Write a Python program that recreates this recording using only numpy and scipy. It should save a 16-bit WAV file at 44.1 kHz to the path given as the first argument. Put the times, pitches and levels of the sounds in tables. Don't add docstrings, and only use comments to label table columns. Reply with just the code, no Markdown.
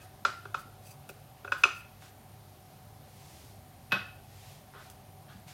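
import sys
import numpy as np
from scipy import signal
from scipy.fft import rfft, irfft
from scipy.io import wavfile
from scipy.ndimage import uniform_filter1d

SR = 44100
rng = np.random.default_rng(int(sys.argv[2]) if len(sys.argv) > 2 else 0)


def volts(x):
    e = np.asarray(x, float) / 20
    return 10 ** e


def int16_out(signal):
    q = np.round(np.clip(np.atleast_2d(signal).T, -1, 1) * 32767)
    wavfile.write(sys.argv[1], SR, q.astype(np.int16))


N = 243873


def level(x, db):
    return x * volts(db) / np.sqrt(np.mean(x ** 2))


def band(x, hz, width):
    return signal.lfilter(*signal.iirpeak(hz, hz / width, fs=SR), x)


def walk(rate):
    k = int(SR / rate)
    steps = np.repeat(rng.standard_normal(N // k + 1), k)
    return 1.4 * uniform_filter1d(uniform_filter1d(steps, k), k)[:N]


def add(track, s, x):
    i = int(s * SR)
    track[i:i + len(x)] += x[:N - i]


def recolour(y, hz, db):
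    spectrum = rfft(y)
    f = np.fft.rfftfreq(len(y), 1 / SR) + 1
    broad = np.sqrt(uniform_filter1d(np.abs(spectrum) ** 2, size=len(y) // 150))
    colour = volts(np.interp(np.log(f), np.log(hz), db))
    return irfft(spectrum / broad * colour, len(y))


def ring(modes, rise_s, scatter_db):
    t = np.arange(SR // 3) / SR
    hz, db, t60 = np.transpose(modes)[:, :, None]
    luck_db = scatter_db * rng.standard_normal((len(modes), 1))
    y = np.sum(volts(db + luck_db) * np.sin(2 * np.pi * hz * t) * 1000. ** (-t / t60), axis=0)
    y = y * (1 - np.exp(-t / rise_s)) ** 2
    return y / np.abs(y).max()


def burst(colour, t60, tilt_db):
    t = np.arange(8192) / SR
    hz, db = np.transpose(colour)
    noise = rng.standard_normal(len(t)) * 1000. ** (-t / t60)
    y = recolour(noise, hz, db + tilt_db * np.log2(hz / 1500))
    y = y * np.clip(t / 0.00038, 0, 1) * (t < .15)
    return y / np.abs(y).max()


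# pitch_hz, density_db (per Hz)
HISS = [(18, -68), (30, -14.5), (64, -10), (100, -2), (170, -8.5), (311, -17.5), (394, -17.5), (449, -20),
        (740, -14.5), (1390, -26), (1670, -27), (4190, -30), (8080, -35), (13700, -33), (16000, -38.5)]
# pitch_hz, width_hz, level_db
JETS = [(140, 9.9, -63.5), (753.4, 50, -64), (601, 40, -71), (399, 30, -74), (4140, 70, -88.5),
        (9570, 150, -74), (10500, 80, -88), (11580, 130, -75.5), (13300, 200, -80.5), (14200, 90, -76)]
# pitch_hz, level_db
HUM = [(50, -71), (100, -56.5), (199, -75)]


def burner():
    f = np.fft.rfftfreq(N, 1 / SR) + 1
    t = np.arange(N) / SR
    hz, db = np.transpose(HISS)
    colour = volts(np.interp(np.log(f), np.log(hz), db))
    scale = np.sqrt(np.sum(colour[f > 1000] ** 2) * 2 / N)
    hiss_db = -62.5 + 0.32 * walk(0.86)
    out = 0
    for centre in 30 * 2 ** np.arange(0, 9.6, .5):
        share = np.cos(np.pi * np.clip(np.log2(f / centre), -.5, .5))
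        noise = irfft(rfft(rng.standard_normal(N)) * colour * share, N)
        flicker_db = 1.9 * walk(10) / (1 + centre / 2500.)
        out = out + noise * volts(hiss_db + flicker_db) / scale
    for hz, width, db in JETS:
        whistle = band(band(rng.standard_normal(N), hz, width), hz, width)
        out = out + level(whistle, db) * volts(0.61 * walk(4.7))
    for hz, db in HUM:
        out = out + volts(db - 0.5 + 1.5 * walk(9.3)) * np.sin(2 * np.pi * hz * t + .8 * walk(9.7))
    return out


# start_s, length_s, level_db, centre_hz
SCUFFS = [
    (0, 0.1, -61, 4970),
    (1.09, 0.03, -52, 9000),
    (1.995, 0.16, -58, 2940),
    (4.899, 0.038, -57.5, 10800),
    (5.27, 0.22, -64.5, 2000),
    (5.46, 0.13, -53, 2380),
]
# start_s, length_s, level_db, grit (0-1)
SCRAPES = [
    (.56, 0.082, -57.5, .4),
    (0.801, 0.17, -58.5, .9),
    (1.55, 0.099, -57.5, .5),
    (1.71, 0.13, -60, 0.5),
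]
# start_s, length_s, level_db, centre_hz
SWEEPS = [
    (2.9, 0.78, -59, 4000),
    (4.16, 0.53, -57.5, 3050),
    (4.698, 0.25, -58.5, 1850),
]
# pitch_hz, width_hz, level_db
SINGING = [(2570, 150, 10.5), (4750, 67, 16), (6070, 200, 8.5), (8100, 300, 4), (9850, 400, 5.5)]


def swishes():
    out = np.zeros(N)
    stutter_db = 2.5 * walk(300)
    strokes = [(s, length, db, 10000, 0.54, grit) for s, length, db, grit in SCRAPES]
    strokes += [(*row, 0.23, 0.04) for row in SCUFFS]
    strokes += [(*row, 0.61, 0.015) for row in SWEEPS]
    t = np.arange(SR) / SR
    for s, length, db, hz, rise, grit in strokes:
        swell = np.sin(np.pi / 2 * np.interp(t / length, [0, rise, 1], [0, 1, 0])) ** 2
        rub = level(band(rng.standard_normal(SR), hz, 1.7 * hz), db)
        rub = rub * volts(grit * np.roll(stutter_db, -int(s * SR))[:SR])
        song = sum(volts(lift_db) * band(rub, f, width) for f, width, lift_db in SINGING)
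        add(out, s, swell * (rub + grit * song))
    return out


# start_s, level_db, direct_db (direct share), tilt_db (per octave), ring_db (bowl)
SET_DOWN = [
    (0.001, -46, -4, 2, -10),
    (2.022, -45, 0, 3, -25),
    (3.911, -46, -1, 8, 8),
    (3.920, -20.5, 5.5, 6.5, -4.5),
    (3.925, -20, 5.5, 1, -5.5),
    (4.737, -37, -5.5, 0, -25),
    (4.775, -43.5, -12, 0, -30),
    (5.283, -45.5, -9, 4.5, -28.5),
]
# pitch_hz, density_db (per Hz)
WORKTOP = [(80, -18), (200, -8), (500, -3), (1000, -1.5), (1550, 6.5), (2100, -9.5), (3200, -8),
           (5000, -23.5), (7400, -44.5), (9500, -44), (16000, -61)]
# pitch_hz, level_db, t60_s
STANDING = [(1330, -28, 0.042), (1455, 0, 0.053), (1580, -26, 0.034), (1700, -8.5, 0.024),
            (2546, -0.5, 0.17), (2567, -5.5, 0.085), (11460, -8.5, 0.023), (11000, -31, 0.036)]
# start_s, level_db, pitch_hz, t60_s
THUMPS = [
    (1.096, -45.5, 388, 0.07),
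    (1.654, -37, 391, 0.063),
    (3.923, -36.5, 191, 0.3),
    (3.925, -37.5, 126, 0.31),
    (4.745, -55, 400, 0.13),
    (5.35, -44, 190.6, 0.16),
    (6.4, -49, 221, .1),
    (7.9, -34, 181, 0.15),
    (5.46, -44.5, 140, 0.19),
]


def worktop():
    direct, fed = np.zeros(N), np.zeros(N)
    for s, db, direct_db, tilt_db, ring_db in SET_DOWN:
        thud = volts(db) * burst(WORKTOP, .035, tilt_db)
        bowl_ring = volts(db + ring_db) * ring(STANDING, 0.00033, 1.5)
        for knock in (thud, bowl_ring):
            add(direct, s, volts(direct_db) * knock)
            add(fed, s, knock)
    for s, db, hz, t60 in THUMPS:
        add(direct, s, volts(db) * ring([(hz, 0, t60), (1.13 * hz, -6, t60)], .003, 0))
    return direct, fed


# pitch_hz, t60_s, level_db
ROOM = [(152.2, .35, 0.5), (400, 0.28, 2.5), (814, 0.2, 0.5), (1417, 0.4, 0), (2570, 0.45, -2.5),
        (4000, .39, 0.5), (6480, .36, 1.5), (11920, .2, -0.5)]


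def room(x):
    t = np.arange(SR // 2) / SR
    hz, t60, db = np.transpose(ROOM)
    tail = sum(band(rng.standard_normal(len(t)), f, 0.63 * f) * 1000. ** (-t / d) for f, d in zip(hz, t60))
    gap_s = 0.0026
    onset = np.clip(t / gap_s - 1, 0, 1)
    tail = recolour(tail * onset, hz, db) * onset * (t < .45)
    return signal.fftconvolve(x, tail / np.sqrt(np.sum(tail ** 2)))[:N]


# start_s, level_db (wall peak), rim_db and upper_db (relative to the wall), wall_hz
TAPS = [
    (0.2509, -16, -20, -8.5, 1377),
    (0.4545, -36.5, -21, -19, 1420),
    (0.5448, -23.5, -15, -16.5, 1345),
    (1.0924, -44, -0.5, -5, 1436),
    (1.4475, -35, -15, -17, 1427),
    (1.4775, -36.5, -8, -29, 1465),
    (1.5208, -18.5, -9.5, -18.5, 1476),
    (1.6369, -14.5, 4.5, -4.5, 1412),
    (1.6525, -25, -27, -16.5, 1297),
]
# ratio (to wall tone), level_db, t60_s
WALL = [(.7, -7.5, 0.023), (.86, -7.5, 0.037), (1.001, -1.5, 0.045), (1.06, -10, 0.044),
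        (1.22, -15.5, 0.029)]
# pitch_hz, level_db, t60_s
RIM = [(2376, -10, 0.05), (2573, -3.5, .075), (2660, -13.5, .05), (2850, -12, .04), (6057, -23.5, .05),
       (6000, -27.5, .04), (10600, -33.5, .04)]
# pitch_hz, level_db, t60_s
UPPER = [(3488, -3, 0.04), (4090, -7.5, .02), (5060, -7.5, 0.017), (6870, -19, 0.025)]
# pitch_hz, level_db, t60_s
KNOCK = [(391, -2, 0.063), (553, 1.5, .05), (752, 2.5, 0.031)]
# pitch_hz, density_db (per Hz)
CRACK = [(300, -14.5), (1000, -7), (2000, -3.5), (3500, -4.5), (5500, -10.5), (7500, -14.5), (10000, -22),
         (16000, -38)]


def bowl():
    rings, cracks = np.zeros(N), np.zeros(N)
    t = np.arange(SR // 3) / SR
    grip = volts(-14.5 * np.clip((t - 0.0081) / 0.0057, 0, 1))
    for s, db, rim_db, upper_db, hz in TAPS:
        wall = ring([(ratio * hz, d, t60) for ratio, d, t60 in WALL], 0.0013, 1.2)
        rim = volts(rim_db) * ring(RIM, .0013, 1.2)
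        upper = volts(upper_db - 3) * ring(UPPER, 0.00039, 2.5)
        knock = volts(-30 + 0.28 * db) * ring(KNOCK, .0015, 3.4)
        add(rings, s - .0012, volts(db + 3.5) * (wall + rim + upper) * grip + knock)
        crack_db = db - 4.5 + 0.46 * upper_db
        add(cracks, s - .0005, volts(crack_db) * burst(CRACK, 0.052, tilt_db=-2.0))
    return rings, cracks


# start_s, level_db, centre_hz
TICKS = [
    (1.091, -39, 9000),
    (1.521, -42.5, 10940),
    (1.635, -34, 8970),
    (2.092, -52, 11000),
    (3.919, -50, 10900),
    (4.9, -41, 11000),
]


def ticks():
    out = np.zeros(N)
    t = np.arange(800) / SR
    for s, db, hz in TICKS:
        noise = rng.standard_normal(len(t)) * np.exp(-t / .0015)
        add(out, s, volts(db) * band(noise, hz, 1.8 * hz))
    return out


def scene():
    steady = burner() + swishes()
    direct, fed = worktop()
    rings, cracks = bowl()
    near = rings + cracks + ticks()
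    near_fed = near + volts(4.5) * cracks
    wet = room(volts(-9) * near_fed + volts(4.5) * fed)
    return (near + direct + wet + steady)[None]


def band_limit(x):
    return signal.sosfilt(signal.butter(12, 16500, fs=SR, output="sos"), x)


def record(dry):
    x = signal.sosfilt(signal.butter(6, 42, "high", fs=SR, output="sos"), dry)
    x = signal.sosfilt(signal.ellip(10, .2, 70, 16000, fs=SR, output="sos"), x)
    return band_limit(x)


dry = scene()
out = record(dry)
int16_out(out)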